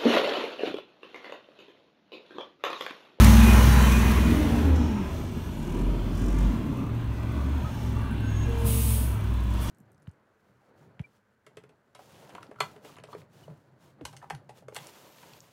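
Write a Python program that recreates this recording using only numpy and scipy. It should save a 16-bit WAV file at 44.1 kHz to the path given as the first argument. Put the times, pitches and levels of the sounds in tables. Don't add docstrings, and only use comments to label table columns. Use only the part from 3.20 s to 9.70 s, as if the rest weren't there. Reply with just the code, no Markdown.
import sys
import numpy as np
from scipy import signal
from scipy.io import wavfile
from scipy.ndimage import uniform_filter1d, map_coordinates

SR = 44100
rng = np.random.default_rng(int(sys.argv[2]) if len(sys.argv) > 2 else 0)


def waveform_to_disk(signal):
    frames = np.transpose(np.atleast_2d(signal))
    scaled = np.clip(frames, -1, 1) * 32767
    samples = np.round(scaled).astype(np.int16)
    wavfile.write(sys.argv[1], SR, samples)


N = 286631
TIME_S = np.arange(N) / SR


STREET_COLOUR = [(35, -18), (55, -3.5), (90, 0.5), (150, -3), (220, -41)]
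STREET_DB = -36.5

# time_s [s], pitch_hz [Hz], level_db [dB]
BODY_HUM = [(3.5, 122, -45), (3.72, 115, -35), (3.9, 107.4, -35.5), (4.08, 111, -31), (4.29, 119, -43),
            (4.74, 108.6, -27.5), (4.9, 105, -39), (5.0, 103.5, -30.5), (5.59, 109.9, -29.5),
            (6.0, 103.7, -31.5), (6.18, 100, -39), (6.5, 112.3, -28.5)]
# start_s [s], hold_s [s], first_hz [Hz], last_hz [Hz], level_db [dB]
DRONES = [(1.05, 0.033, 240, 233, -29), (1.28, .14, 231, 231, -29), (1.57, .1, 238, 230, -29.5),
          (4.7, .3, 217.4, 208, -43.5), (5.38, 0.46, 218, 218, -41.5), (6.06, 0.38, 202, 196, -44.5),
          (5.3, 0.3, 467.4, 453, -41), (5.67, .14, 460, 436, -49)]
# time_s [s], pitch_hz [Hz], level_db [dB]
GROAN = [(1.0, 292, -45), (1.096, 312.5, -29), (1.41, 290, -29.5), (1.72, 218.5, -29.5), (1.85, 186, -36)]
GROAN_PARTIALS_DB = (-0.5, -17)
# start_s [s], level_db [dB], centre_hz [Hz], width_hz [Hz], t60_s [s]
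METAL_TICKS = [(.045, -19, 9000, 14100, 0.023), (0.067, -22, 1300, 1500, 0.017),
               (1.56, -46, 5500, 3000, .05), (2.43, -50, 9000, 9000, 0.017)]
# start_s [s, onset], length_s [s], pitch_hz [Hz], slip_rate [slips per s], level_db [dB]
CREAKS = [(3.559, 0.16, 1188, 37, -40.5), (4.118, 0.17, 1166, 42, -41), (4.446, 0.071, 1270, 12, -36.5),
          (4.742, 0.17, 1160, 39, -39)]
# start_s [s], hold_s [s], first_hz [Hz], last_hz [Hz], level_db [dB]
PUMP_WHINES = [(0, .1, 2468, 2464, -47), (0.212, 0.099, 2463, 2462, -36), (0.573, 0.33, 2458, 2453, -40.5),
               (1.02, 0.092, 2455, 2454, -43.5), (0, 1.12, 3081, 3070, -52), (0.64, .03, 3072, 3072, -42.5),
               (0.052, 0.56, 828, 826, -38.5), (0, 0.24, 1007, 1012, -38), (0.39, .45, 1013, 1010, -44)]
# start_s [s], hold_s [s], first_hz [Hz], last_hz [Hz], level_db [dB]
TURBO_WHISTLES = [(1.8, .16, 13200, 12650, -71), (1.99, .05, 13050, 12850, -67),
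                  (2.13, .27, 12200, 11400, -69), (2.45, .28, 11350, 10950, -70),
                  (1.67, .52, 9650, 7550, -70), (2.32, .14, 7050, 6850, -69)]
# start_s [s], hold_s [s], first_hz [Hz], last_hz [Hz], level_db [dB]
BRAKE_SQUEALS = [(.6, .02, 6650, 6650, -46), (2.38, .04, 9440, 9440, -63), (4.78, .56, 10170, 10240, -72),
                 (4.84, .3, 1547, 1553, -55), (4.82, .6, 1648, 1665, -59), (4.75, .65, 2725, 2742, -59),
                 (5.08, .15, 6575, 6585, -55), (5.28, .12, 6580, 6560, -67)]
# start_s [s], hold_s [s], level_db [dB], release_s [s]
BRAKE_VENTS = [(5.471, 0.27, -33, 0.28), (6.424, 0.0092, -46.5, .1)]
VENT_COLOUR = [(1180, -46), (2000, -13), (2700, -6.5), (3070, -7), (3320, -8.5), (5360, -13), (6870, -8.5),
               (7480, -13), (7950, -4), (9030, -1.5), (9680, 1.5), (11200, -3), (12100, -6), (13500, -0.5),
               (15500, -5)]
VENT_ATTACK_S, LEAK_ATTACK_S, LEAK_DB = 0.032, 0.24, -15
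VENT_SAG_DB_PER_S = 6.5

KNOCK_PATTERN_DB = [-0.5, -1.5, -2, -1, -1.8, -0.67]
VALVE_PATTERN_DB = [1.5, -9, -6, -15, -3, -21]

# time_s [s], firing_hz [firings per s], firing_tone_db [dB before the fade-in]
FAR_ENGINE = [(1.15, 83.2, -28.5), (1.38, 79.04, -29), (1.51, 76.5, -18), (1.84, 73, -44), (1.93, 74, -40),
              (2.27, 70, -42), (2.36, 38, -40), (2.68, 45.5, -25), (2.85, 43.5, -33), (3.26, 50, -21),
              (3.46, 52, -50), (3.71, 71.5, -36), (3.81, 63.9, -56), (3.88, 61.9, -30),
              (3.96, 64.04, -36.5), (4.36, 73.06, -26.5), (4.57, 69.34, -43), (4.65, 66.03, -31.5),
              (5.05, 61.83, -35), (5.25, 63.64, -30.5), (5.7, 65.3, -25.5), (5.9, 63.8, -27.5),
              (6.0, 62, -41), (6.09, 61.2, -27), (6.4, 58.1, -27.5), (6.48, 61, -32)]
FAR_ORDERS = (1.5,)
FAR_ORDERS_DB = (-46.5,)
# time_s [s], rumble_db, clatter_db, hiss_db [dB before the fade-in]
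FAR_NOISE = [(1.3, -25, -37, -49), (1.62, -28, -42, -58), (2.11, -35, -49, -56.5),
             (2.39, -38.5, -49, -58.5), (2.59, -30.5, -46.5, -59.5), (3.0, -32, -47, -58.5),
             (3.2, -30, -46.5, -60.5), (3.6, -33, -48, -61), (3.9, -38, -49, -64), (4.2, -34.5, -47.5, -59),
             (4.65, -36.5, -46, -57.5), (4.9, -38, -48, -64), (5.4, -38.5, -44.5, -57.5),
             (6.27, -39, -47, -60.5), (6.5, -35, -41.5, -49)]
# time_s [s], gain_db [dB]
FAR_FADE_IN = [(.6, -10.5), (.9, -3), (1.6, 1.5)]
# start_s [s], hold_s [s], level_db [dB]
FAR_KNOCK = [(2.43, .18, -57), (2.97, 0.25, -55)]
# pitch_hz [Hz], level_db [dB before the whine gain]
FAR_WHINES = [(3430, -68), (4040, -73), (3060, -68.5)]
# time_s [s], gain_db [dB]
FAR_WHINE_GAIN = [(3.9, -25), (4.5, -0.5)]
# start_s [s], hold_s [s], level_db [dB], release_s [s]
SIZZLE = [(1.56, .05, -54.5, 0.64), (3.0, 0.28, -63, .1)]
FAR_RUMBLE_COLOUR = [(20, -40), (45, -10), (80, -3.5), (130, -3), (170, -4.5), (250, -2), (330, -8),
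                     (400, -12), (520, -24), (700, -49), (1100, -120)]
DRUM_COLOUR = [(300, -44), (450, -12), (600, -3), (720, -8.5), (1000, -41)]
FAR_CLATTER_COLOUR = [(410, -37), (700, -14), (803, -5), (913, -1.5), (1170, -6.5), (1420, -8), (1590, -10),
                      (1890, -13.5), (2770, -13.5), (4300, -23.5), (5590, -53), (9460, -120)]
FAR_HISS_COLOUR = [(2060, -33), (3500, 1.5), (3750, -15), (4040, -6.5), (4550, -8.5), (4870, -7.5),
                   (6130, -6), (7030, -11), (8960, -12), (10500, -15.5), (14100, -13), (15500, -17)]
VALVE_TICK_COLOUR = [(3000, -120), (4500, -14), (7000, -3), (9500, 0.5), (10500, -10), (12500, -6),
                     (15000, 0.5)]
FAR_KNOCK_COLOUR = [(3500, -28), (4800, -7), (6100, -2), (8000, -5), (9600, -6), (10500, -13), (15500, -14)]
SIZZLE_COLOUR = [(4500, -25), (5300, -2), (6200, -2), (7400, -8), (8200, -30), (9000, -120)]
KNOCK_AT_S, TICK_AT_S = 3.085, 5.2
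DRUM_DB, DRUM_RUMBLE_SHARE = -10, 0.5
TICK_START_DB, TICK_RISE_DB_PER_S = -81, 3.5

# time_s [s], gain_db [dB]
CLOSE_FADE_OUT = [(0, -.5), (.65, -4.5), (1.1, -11.5), (1.5, -22), (1.8, -46)]
CLOSE_ORDERS = (2, 4, 4.5, 5, 6, 6.5, 8, 9, 10, 11, 12)
CLOSE_ORDERS_DB = (-50, -32, -40, -26, -25.5, -29, -31.5, -27.5, -25, -23.5, -37.5)
# pitch_hz [Hz], level_db [dB before the fade-out]
CLOSE_WHINES = [(1685, -50), (1846, -43), (2019, -50), (3930, -54), (1237, -48.5)]
CLOSE_ROAR_COLOUR = [(18, -34), (30, -23), (70, 0), (109, -27), (214, -12), (250, -11), (291, -15),
                     (764, -21), (825, -25), (874, -16.5), (3000, -25.5), (3900, -71), (6600, -120)]
CLOSE_KNOCK_COLOUR = [(1470, -24), (2500, -17), (2600, -19), (3190, -6), (3290, -3.5), (4430, -7),
                      (4820, -11.5), (5970, -5.5), (7620, -12), (8950, -12), (9730, -8.5), (10600, -12.5),
                      (12700, -10.5), (14100, -13), (15500, -12)]
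CLOSE_START_HZ, CLOSE_RISE_HZ_PER_S = 60.86, 1.7
CLOSE_BOOM_DB, CLOSE_ROAR_DB, CLOSE_KNOCK_DB = -12, -21, -29.5

MIC_LOW_HZ, RECORDER_TOP_HZ = 31, 15680


def undb(db):
    return 10 ** (np.asarray(db) / 20)


def curves(table):
    s, *columns = np.transpose(table)
    return [np.interp(TIME_S, s, column) for column in columns]


def window(table, edge_s):
    rise = TIME_S - table[0][0]
    fall = table[-1][0] + edge_s - TIME_S
    return np.clip(np.minimum(rise, fall) / edge_s, 0, 1)


def swell(start, hold, attack, release):
    rise = (TIME_S - start) / attack + 1
    fall = (start + hold - TIME_S) / release + 1
    return np.clip(np.minimum(rise, fall), 0, 1) ** 2


def walk(rate):
    k = int(SR / rate)
    steps = np.repeat(rng.standard_normal(N // k + 1), k)
    return 1.36 * uniform_filter1d(uniform_filter1d(steps, k), k)[:N]


def noise(colour, patchy_db=0., patch_hz=150., patch_s=.08):
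    hz, db = np.transpose(colour)
    f, t, z = signal.stft(rng.standard_normal(N), SR, nperseg=2048)
    field = rng.standard_normal((1200, 400))
    places = np.meshgrid(f / patch_hz, t / patch_s, indexing="ij")
    patches = map_coordinates(field, places, order=1, mode="wrap")
    spectrum_db = np.interp(np.log(f + 1), np.log(hz), db, left=-120)
    gain = undb(spectrum_db[:, None] + patchy_db * patches)
    x = signal.istft(z * gain, SR)[1][:N]
    return x / np.std(x)


def tone(hz, drift, rate):
    phase = 2 * np.pi * np.cumsum(hz) / SR + 2 * np.pi * rng.random()
    return np.sqrt(2) * np.sin(phase + drift * walk(rate))


def glides(rows, edge_s, drift, rate, flutter_db):
    out = 0
    for start, hold, first_hz, last_hz, db in rows:
        hz = first_hz * (last_hz / first_hz) ** np.clip((TIME_S - start) / hold, 0, 1)
        level = swell(start, hold, edge_s, edge_s) * undb(db + flutter_db * walk(rate))
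        out = out + level * tone(hz, drift, rate)
    return out


def gear_whines(rows, flutter_db, flutter_rate, drift, drift_rate):
    return sum(undb(db + flutter_db * walk(flutter_rate)) * tone(np.full(N, 1. * hz), drift, drift_rate)
               for hz, db in rows)


def orders(firing_hz, multiples, levels_db, flutter_db):
    crank_hz = firing_hz / 3
    return sum(undb(db + flutter_db * walk(7)) * tone(k * crank_hz, 0.46, 9)
               for k, db in zip(multiples, levels_db))


def throb(firing_hz, share, sharp, pattern_db, at_s):
    turns = np.cumsum(firing_hz) / SR
    turns = turns - turns[int(at_s * SR)] + 600.4
    count = turns.astype(int)
    scatter_db = 1.3 * rng.standard_normal(N // 100)
    size = undb(np.array(pattern_db)[count % 6] + scatter_db[count])
    puff = size * np.sin(np.pi * (turns % 1) ** 0.72) ** sharp
    share = np.clip(share, 0, 1)
    return np.sqrt(1 - share + share * puff ** 2 / np.mean(puff ** 2))


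def neighbourhood():
    return undb(STREET_DB) * noise(STREET_COLOUR + [(400, -120)], 3.2, 31.5, 0.25)


def body_hum():
    hz, db = curves(BODY_HUM)
    return window(BODY_HUM, .03) * undb(db + 2.2 * walk(13)) * tone(hz, .62, 14)


def body_drones():
    return glides(DRONES, 0.064, 0.8, 16, 2.8)


def driveline_groan():
    hz, db = curves(GROAN)
    partials = sum(undb(part_db + 1.55 * walk(24.88)) * tone((k + 1) * hz, 0.74, 29.9)
                   for k, part_db in enumerate(GROAN_PARTIALS_DB))
    return window(GROAN, 0.027) * undb(db) * partials


def metal_ticks():
    out, t = np.zeros(N), np.arange(int(.1 * SR)) / SR
    for start, db, hz, width, t60 in METAL_TICKS:
        edges = [max(hz - width / 2, 50), min(hz + width / 2, 20000)]
        band = signal.butter(1, edges, "band", fs=SR, output="sos")
        burst = signal.sosfilt(band, rng.standard_normal(len(t)))
        first = int(start * SR)
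        out[first:first + len(t)] += undb(db - 60 * t / t60) * burst / np.std(burst)
    return out


def body_creaks():
    out = 0
    for start, length, hz, slips, db in CREAKS:
        envelope = np.sin(np.pi * np.clip((TIME_S - start) / length, 0, 1)) ** 0.35
        slip_phase = (TIME_S - start) * slips % 1
        kick = np.exp(-slip_phase / 0.37)
        out = out + undb(db) * envelope * kick * tone(np.full(N, 1. * hz), 0.82, 60)
    return out


def hydraulic_pump():
    return glides(PUMP_WHINES, 0.056, 0.72, 30, 1.6)


def turbo_whistles():
    return glides(TURBO_WHISTLES, .04, 3.0, 250, 3.1)


def brake_squeals():
    return glides(BRAKE_SQUEALS, 0.065, 1.36, 70, 4.2)


def brake_vent():
    flow = 0
    for start, hold, db, release in BRAKE_VENTS:
        sag_db = VENT_SAG_DB_PER_S * np.clip(TIME_S - start, 0, hold)
        rush = swell(start, hold, VENT_ATTACK_S, release)
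        leak = undb(LEAK_DB) * swell(start, hold, LEAK_ATTACK_S, 2.3 * release)
        flow = flow + undb(db - sag_db) * (rush + leak)
    return flow * undb(.6 * walk(30)) * noise(VENT_COLOUR, 1.3, 310.0, 0.066)


def narrow_sizzle():
    level = sum(undb(db) * swell(start, hold, .06, release) for start, hold, db, release in SIZZLE)
    return level * noise(SIZZLE_COLOUR, 4.6, 295.0, 0.066)


def far_knock(firing_hz):
    level = sum(undb(db) * swell(start, hold, .07, 0.088) for start, hold, db in FAR_KNOCK)
    return level * throb(firing_hz, 0.85, 2.2, KNOCK_PATTERN_DB, KNOCK_AT_S) * noise(FAR_KNOCK_COLOUR)


def far_truck():
    hz, firing_db = curves(FAR_ENGINE)
    rumble_db, clatter_db, hiss_db = curves(FAR_NOISE)
    drum_db = DRUM_DB + clatter_db + DRUM_RUMBLE_SHARE * (rumble_db - clatter_db)
    tick_db = TICK_START_DB + TICK_RISE_DB_PER_S * TIME_S

    rumble = undb(rumble_db + 0.83 * walk(6)) * noise(FAR_RUMBLE_COLOUR, 3.63, 40.0, .3)
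    drum = undb(drum_db + 1.2 * walk(11)) * noise(DRUM_COLOUR)
    clatter = undb(clatter_db + 0.68 * walk(9)) * throb(hz, 0.12, 0.59, KNOCK_PATTERN_DB, KNOCK_AT_S)
    clatter = clatter * noise(FAR_CLATTER_COLOUR, 3.46, 59.93, .2)
    hiss = undb(hiss_db + 1.6 * walk(11)) * noise(FAR_HISS_COLOUR, 2.4, 356.0, .2)
    tick = undb(tick_db) * throb(hz, 0.68, 2.2, VALVE_PATTERN_DB, TICK_AT_S) * noise(VALVE_TICK_COLOUR)
    knock = far_knock(hz)
    firing = tone(hz, 0.28, 10) * undb(firing_db)
    crank = orders(hz, FAR_ORDERS, FAR_ORDERS_DB, 3.9)
    engine = firing + crank + rumble + drum + clatter + hiss + tick

    whines = undb(curves(FAR_WHINE_GAIN)[0]) * gear_whines(FAR_WHINES, 3.3, 6, 0.73, 18)
    return knock + whines + narrow_sizzle() + undb(curves(FAR_FADE_IN)[0]) * engine


def close_truck():
    hz = CLOSE_START_HZ + CLOSE_RISE_HZ_PER_S * TIME_S
    fade_db, = curves(CLOSE_FADE_OUT)
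    whines = gear_whines(CLOSE_WHINES, 3.7, 8.4, 0.97, 13.44)
    roar = undb(CLOSE_ROAR_DB + 0.86 * walk(9.1)) * throb(hz, 0.17, 0.9, KNOCK_PATTERN_DB, 0.0697)
    roar = roar * noise(CLOSE_ROAR_COLOUR, 3.2, 60.0, 0.098)
    knock_db = CLOSE_KNOCK_DB + 0.11 * fade_db + 0.64 * walk(13.7)
    knock = undb(knock_db) * throb(hz, 0.085, 1.1, VALVE_PATTERN_DB, 0.041)
    knock = knock * noise(CLOSE_KNOCK_COLOUR, 1.7, 304.0, 0.097)
    crank = orders(hz, CLOSE_ORDERS, CLOSE_ORDERS_DB, 3.3)
    boom = undb(CLOSE_BOOM_DB) * tone(hz, 0.25, 9.6)
    return undb(fade_db) * (boom + crank + whines + roar + knock)


def scene():
    tones = body_hum() + body_drones() + turbo_whistles() + brake_squeals() + hydraulic_pump()
    street = neighbourhood()
    trucks = close_truck() + far_truck()
    details = driveline_groan() + body_creaks() + brake_vent() + metal_ticks()
    return (street + trucks + tones + details)[None]


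def record(dry):
    low_cut = signal.butter(4, MIC_LOW_HZ, "high", fs=SR, output="sos")
    top_cut = signal.ellip(14, .2, 60, RECORDER_TOP_HZ, fs=SR, output="sos")
    return signal.sosfilt(top_cut, signal.sosfilt(low_cut, dry))


dry = scene()
out = record(dry)
waveform_to_disk(out)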